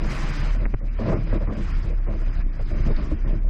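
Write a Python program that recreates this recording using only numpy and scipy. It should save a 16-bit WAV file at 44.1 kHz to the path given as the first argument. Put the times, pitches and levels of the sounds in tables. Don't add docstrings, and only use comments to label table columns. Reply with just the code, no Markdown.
import sys
import numpy as np
from scipy import signal
from scipy.io import wavfile
from scipy.ndimage import uniform_filter1d

SR = 44100
rng = np.random.default_rng(int(sys.argv[2]) if len(sys.argv) > 2 else 0)


def ratio_of_db(decibels):
    return 10 ** (np.asarray(decibels, float) / 20)


def int16_out(signal):
    q = np.round(np.clip(np.atleast_2d(signal).T, -1, 1) * 32767)
    wavfile.write(sys.argv[1], SR, q.astype(np.int16))


N = 153909
TIME_S = np.arange(N) / SR


def rms_one(x):
    return x / np.sqrt(np.mean(x ** 2) + 1e-20)


def in_time(rows):
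    start_s, *columns = np.transpose(rows)
    return [np.interp(TIME_S, start_s, column) for column in columns]


def drift(rate_hz):
    step = 40
    r = np.exp(-2 * np.pi * step * rate_hz / SR)
    white = rng.standard_normal(N // step + 2002)
    slow = signal.lfilter([1], [1, -2 * r, r * r], white)[2000:]
    return np.interp(np.arange(N) / step, np.arange(len(slow)), rms_one(slow - slow.mean()))


def resonance(x, hz, width_hz):
    r = np.exp(-np.pi * width_hz / SR)
    feedback = [1, -2 * r * np.cos(2 * np.pi * hz / SR), r * r]
    return signal.lfilter(np.array([1, 0, -1]) * (1 - r * r) / 2, feedback, x)


def banded(colour, patchy_db, tilt_db=0):
    hz, db = np.transpose(colour)
    edges = hz[0] * 2 ** np.arange(0, np.log2(hz[-1] / hz[0]), 1 / 3)
    together = drift(11)
    white = rng.standard_normal((2, N + SR))
    out = 0
    for k, (low, high) in enumerate(zip(edges, edges[1:])):
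        sos = signal.butter(2, [low, high], "band", fs=SR, output="sos")
        band = signal.sosfilt(sos, white[k % 2])[SR:]
        mid = np.sqrt(low * high)
        level_db = np.interp(np.log(mid), np.log(hz), db) + tilt_db * max(np.log2(mid / 2000), 0)
        out = out + band * ratio_of_db(level_db + patchy_db * (0.17 * together + drift(19)))
    return rms_one(out)


def boom_whoosh(airborne):
    roar = rms_one(resonance(rng.standard_normal(N), 560, 330))
    return airborne * ratio_of_db(-43.5 + 2 * drift(11)) * roar


def strut(airborne):
    hz, width_hz = 148, 28
    hum = resonance(resonance(rng.standard_normal(N), hz, width_hz), hz, width_hz)
    return airborne * ratio_of_db(-36 + 4 * drift(8)) * rms_one(hum)


def buffet(rush_db, airborne):
    # pitch_hz [Hz], level_db [dB per Hz]
    rumble_colour = [(14, -1.5), (26, -4.5), (38, -3.5), (50, 0), (75, -2), (330, -17.5), (420, -28.5),
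                     (800, -27.5)]
    level_db = -31 + 0.58 * (rush_db - rush_db.mean()) - 5 * airborne
    return ratio_of_db(level_db) * banded(rumble_colour, patchy_db=3)


def rush(rush_db):
    # pitch_hz [Hz], level_db [dB per Hz]
    hiss_colour = [(500, -26.5), (900, 2), (1200, 4), (2400, 2), (3000, -9), (4000, -9), (6500, -14.5),
                   (15000, -45)]
    tilt_db = 0.069 * (rush_db - rush_db.mean()) / 10
    hiss = banded(hiss_colour, patchy_db=2.02, tilt_db=tilt_db)
    port = rms_one(resonance(rng.standard_normal(N), 4932, 130))
    return ratio_of_db(rush_db) * (hiss + ratio_of_db(-18) * port)


def tick():
    start_s, level_db, hz, width_hz, rise_s = 2.962, -41, 4200, 1200, 0.0025
    t = np.maximum(TIME_S - start_s, 0)
    swell = t / rise_s * np.exp(1 - t / rise_s)
    patter = resonance(resonance(rng.standard_normal(N), hz, width_hz), hz, width_hz)
    return ratio_of_db(level_db) * swell * patter * 5


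def jolts():
    # start_s [s], level_db [dB], ring_hz [Hz], push_db [dB beside the click]
    knocks = [
        (0.6517, -19.5, 1500, -16),
        (0.655, -10.5, 1890, -6.5),
        (0.6625, -24, 1210, 11.5),
        (0.738, -31.5, 1500, -3),
        (0.7401, -17.5, 1960, 4.5),
        (0.7452, -17.5, 960, 9),
    ]
    ring_width_hz, push_s, top_hz = 600, 0.005, 2600
    out, t = np.zeros(N), np.arange(SR // 20) / SR
    for start_s, level_db, ring_hz, push_db in knocks:
        click = np.cos(2 * np.pi * ring_hz * t) * np.exp(-np.pi * ring_width_hz * t)
        push = ratio_of_db(push_db) * np.exp(-t / push_s)
        attack = np.clip(t * 4000, 0, 1)
        first = int(start_s * SR)
        out[first:first + len(t)] -= ratio_of_db(level_db) * attack * (click + push)
    return signal.sosfilt(signal.butter(8, top_hz, fs=SR, output="sos"), out)


def shake():
    # start_s [s], pitch_hz [Hz], level_db [dB]
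    swing_path = [(0.0, 31.13, -21.5), (0.07, 30.38, -18.5), (0.14, 30.98, -33.5), (0.22, 30.35, -22.5),
                  (0.41, 29.88, -21), (0.55, 34.15, -17), (0.79, 34.41, -21.5), (1.45, 33.57, -20),
                  (1.55, 33.85, -29.5), (1.65, 33.49, -19), (2.51, 32.92, -19.5), (2.56, 32.12, -25),
                  (2.63, 29, -18), (2.68, 27.39, -23.5), (2.96, 27.71, -11.5), (3.01, 27.42, -27.5),
                  (3.15, 32.13, -22), (3.49, 31.65, -16.5)]
    # centre_s [s], lost_db [dB], half_length_s [s]
    slacks = [(0.365, 5.5, 0.031), (0.723, 6, 0.029), (.8, 2.5, 0.036), (1.281, 8, 0.019), (1.70, 5, 0.022),
              (1.849, 7, 0.01), (2.08, 4, 0.048), (2.2, 2.5, 0.05), (2.332, 7.5, 0.023), (2.79, 5, 0.014),
              (3.072, 7, 0.015), (3.207, 3, 0.048)]
    second_db, third_db, wander_hz, flutter_db = -18.5, -23.5, 1.74, 1.63
    hz, db = in_time(swing_path)
    for centre_s, lost_db, half_s in slacks:
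        db = db - lost_db * np.exp(-((TIME_S - centre_s) / half_s) ** 2)
    phase = 2 * np.pi * np.cumsum(hz + wander_hz * drift(3.6)) / SR
    swing = np.cos(phase) + ratio_of_db(second_db) * np.cos(2 * phase) + ratio_of_db(third_db) * np.cos(3 * phase)
    return np.sqrt(2) * ratio_of_db(db + flutter_db * drift(8.7) + 1.31 * drift(40)) * swing


def booms():
    # centre_s [s], peak_db [dB], pitch_hz [Hz], half_length_s
    # [s]
    single_knocks = [(.44, -24, 148, 0.026), (0.44, -35, 320, 0.01), (0.367, -33, 305, 0.012),
                     (0.59, -24.5, 100, 0.013), (.75, -19, 113, 0.017), (1.02, -24, 219, 0.012),
                     (1.073, -23, 113, 0.038), (1.098, -18, 182, 0.011), (1.143, -14.5, 90, 0.0098),
                     (1.19, -23.5, 108, 0.016), (1.337, -23, 100, 0.024), (1.355, -28.5, 600, 0.011),
                     (1.491, -22.5, 107, 0.014), (1.847, -25.5, 103, 0.013), (2.096, -24.5, 101, 0.027),
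                     (2.30, -25, 100, 0.008), (2.612, -25, 102, .012), (2.81, -21.5, 124, 0.019),
                     (2.87, -22.5, 156, 0.0086), (2.892, -13, 94, 0.0081), (2.90, -26, 494, 0.011),
                     (2.735, -18, 61, .015), (2.815, -19.5, 55, 0.02), (2.91, -23, 78, 0.012),
                     (3.035, -16, 55, 0.012), (3.135, -13, 50, 0.012), (.742, -23, 270, 0.0068),
                     (.742, -37, 420, 0.007), (.741, -51, 3000, .003), (1.329, -27, 450, 0.0025),
                     (1.5, -37, 1200, 0.0034), (1.091, -23.5, 606, .004), (1.42, -29.5, 560, 0.0045),
                     (2.881, -26.5, 630, 0.0047), (1.905, -34, 498, 0.0066), (0.67, -44, 690, 0.0032),
                     (1.90, -34, 172, 0.013), (2.44, -35, 156, 0.027), (1.27, -33.5, 160, 0.027),
                     (1.135, -35.5, 1240, 0.0066), (3.128, -24.5, 304, .012), (3.335, -27.5, 163, .012),
                     (3.373, -23.5, 100, 0.0088)]
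    out = np.zeros(N)
    for centre_s, peak_db, hz, half_s in single_knocks:
        t = TIME_S - centre_s
        out += ratio_of_db(peak_db) * np.exp(-(t / half_s) ** 2) * np.cos(2 * np.pi * hz * t)
    return out


def ring_floats(low, high):
    # pitch_hz [Hz], width_hz [Hz], level_db [dB]
    float_rings = [(107, 45, -5.5), (156.7, 37, -8), (210.1, 18.5, -5.5), (265, 47, -13), (331, 40, -8),
                   (402, 35, -13), (458, 78, -10.5), (562, 98, -8), (637, 126, -10), (1031, 300, -16),
                   (1810, 860, -22.5)]
    out = 0
    for k, (hz, width_hz, level_db) in enumerate(float_rings):
        push = high if hz > 370 else low
        ring = resonance(resonance(push, hz, 2 * width_hz), hz, width_hz)
        out = out + (-1) ** k * ratio_of_db(level_db) * ring / np.sqrt(width_hz)
    return out


def slams():
    # [dB, higher pitches beside deep]
    waves = [(0.004, -19, 0.062, -6.5), (0.078, -26.5, 0.042, -4), (0.164, -26, 0.12, -7),
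             (0.307, -29, 0.042, -39), (0.45, -43, 0.03, 15), (0.542, -27, 0.023, 0.5),
             (0.595, -20, 0.039, -5), (0.804, -27.5, 0.042, -4.5), (0.984, -17.5, 0.052, 1.5),
             (1.053, -13, 0.02, -1), (1.078, -14.5, 0.063, 4), (1.135, -16.5, 0.044, -4.5),
             (1.195, -24.5, 0.024, -5.5), (1.264, -24.5, 0.047, -1), (1.322, -11.5, 0.036, -2.5),
             (1.403, -25.5, 0.028, 4), (1.466, -17.5, 0.056, -2), (1.545, -21.5, 0.048, -3.5),
             (1.838, -30, 0.094, 0.5), (1.981, -33, 0.014, -0.2), (2.063, -20.5, 0.076, -1.5),
             (2.193, -32.5, 0.033, 3), (2.263, -28.5, 0.027, -2), (2.59, -31.5, 0.011, 7.5),
             (2.701, -22.5, 0.12, -4.5), (2.776, -27, 0.047, -16), (2.853, -14.5, 0.02, -6),
             (2.873, -12.5, 0.032, -0.5), (2.96, -19.5, 0.064, -6), (3.047, -23, 0.073, -7.5),
             (3.104, -15.5, 0.015, -7.5), (3.237, -22, 0.11, -6.5), (3.317, -25.5, 0.056, -10.5),
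             (3.437, -30, 0.039, -1.5)]
    attack_s, release_s, trim_db, drops_per_s, drop_spread_db = 0.0023, 0.016, -9.5, 3000, 3
    power = np.zeros((2, N))
    for start_s, peak_db, length_s, upper_db in waves:
        rise = np.clip((TIME_S - start_s) / attack_s, 0, 1)
        fall = np.exp(-np.maximum(TIME_S - start_s - length_s, 0) / release_s)
        level = ratio_of_db(peak_db + trim_db + np.array([[0], [upper_db]]))
        power += (level * rise * fall) ** 2
    sizes = ratio_of_db(drop_spread_db * np.minimum(rng.exponential(1, N), 4)) * rng.choice([-1, 1], N)
    drops = rms_one(sizes * (rng.random(N) < drops_per_s / SR))
    low, high = drops * np.sqrt(power) + 1e-18
    return ring_floats(low, high) / np.std(ring_floats(drops, drops))


def scene():
    # start_s [s], level_db [dB]
    rush_path = [(0.0, -42.5), (0.11, -36), (0.45, -36.5), (0.6, -47.5), (0.79, -58), (1.09, -42),
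                 (1.24, -48.5), (1.36, -42.5), (1.39, -50.5), (1.71, -42.5), (2.01, -53), (2.41, -45),
                 (2.44, -54.5), (2.91, -41), (3.25, -52), (3.28, -44.5), (3.46, -59), (3.49, -56)]
    rush_db, = in_time(rush_path)
    touchdown_s, fade_s = 0.51, 0.044
    airborne = np.clip((touchdown_s - TIME_S) / fade_s + 1, 0, 1)
    air = boom_whoosh(airborne) + strut(airborne) + buffet(rush_db, airborne) + rush(rush_db)
    knocks = tick() + jolts() + booms()
    return (air + knocks + shake() + slams())[None]


def limit(dry):
    limit_db, release_db_per_s, attack_s = -10, 120, 0.002
    fall_db = release_db_per_s * TIME_S
    over_db = np.maximum(20 * np.log10(np.abs(dry) + 1e-9) - limit_db, 0)
    held_db = np.maximum.accumulate(over_db + fall_db, axis=1) - fall_db
    r = np.exp(-1 / (attack_s * SR))
    return dry * ratio_of_db(-signal.lfilter([1 - r], [1, -r], held_db))


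def thin_treble(x):
    # centre_s [s], drop_db [dB by which the bar drops]
    clear_moments = [(.02, -1), (.06, 13.5), (0.112, 35), (.15, 23), (.18, 18), (0.229, 26), (0.292, 24),
                     (0.358, 28), (0.401, 20), (.46, 13), (.53, 17), (0.549, 16), (0.591, -7), (.63, 8),
                     (.71, 26), (0.781, 22), (.865, 27), (0.938, 11.5), (1.01, 17), (1.08, 4.5), (1.12, 12),
                     (1.23, 18), (1.288, 9), (1.34, 8), (1.42, 12), (1.53, 16.5), (1.582, 25), (1.63, 17),
                     (1.70, 32.5), (1.782, 13), (1.85, 24), (1.892, 18), (1.971, 11.5), (2.041, 9),
                     (2.122, 16.5), (2.17, 4.5), (2.21, 34), (2.251, 9), (2.348, 16), (2.412, 5),
                     (2.552, 23), (2.618, 29), (2.70, 30), (2.77, 6.5), (2.809, 6), (2.881, 8), (2.961, 7),
                     (3.02, 6), (3.06, 9.5), (3.119, 28), (3.21, 7), (3.28, 3.5), (3.37, 12.5), (3.43, 24)]
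    frame, clear_s = 940, 0.015
    treble_hz, bar_db, follows, chance_db = 1700, -79.5, 0.35, 1.6
    window = np.sin(np.pi * (np.arange(2 * frame) + 0.5) / (2 * frame))
    hz, s, lines = signal.stft(x, SR, window, 2 * frame, frame)
    power = np.abs(lines) ** 2
    line_db = 20 * np.log10(np.abs(lines) + 1e-12)
    band_db = 10 * np.log10(uniform_filter1d(power, size=9, axis=0) + 1e-24)
    loud_db = 10 * np.log10(np.sum(power[(hz > 900) & (hz < 2800)], axis=0) + 1e-12)
    drops_db = [drop_db * np.exp(-((s - centre_s) / clear_s) ** 4) for centre_s, drop_db in clear_moments]
    bar = bar_db + follows * (loud_db - loud_db.mean()) - np.max(drops_db, axis=0)
    bar = bar + chance_db * rng.normal(0, 1, len(s))
    patches_db = 2 * np.repeat(rng.normal(0, 1, (len(hz) // 16 + 1, len(s))), 16, axis=0)[:len(hz)]
    keep = (0.65 * line_db + 0.35 * band_db + patches_db > bar) | (hz[:, None] < treble_hz)
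    return signal.istft(lines * keep, SR, window, 2 * frame, frame)[1][:N]


def low_pass(x):
    return signal.sosfilt(signal.butter(12, 13480, fs=SR, output="sos"), x)


def record(dry):
    rounded = 0.38 * np.tanh(limit(dry)[0] / 0.43)
    mix = thin_treble(rounded)[None]
    return low_pass(mix)


dry = scene()
out = record(dry)
int16_out(out)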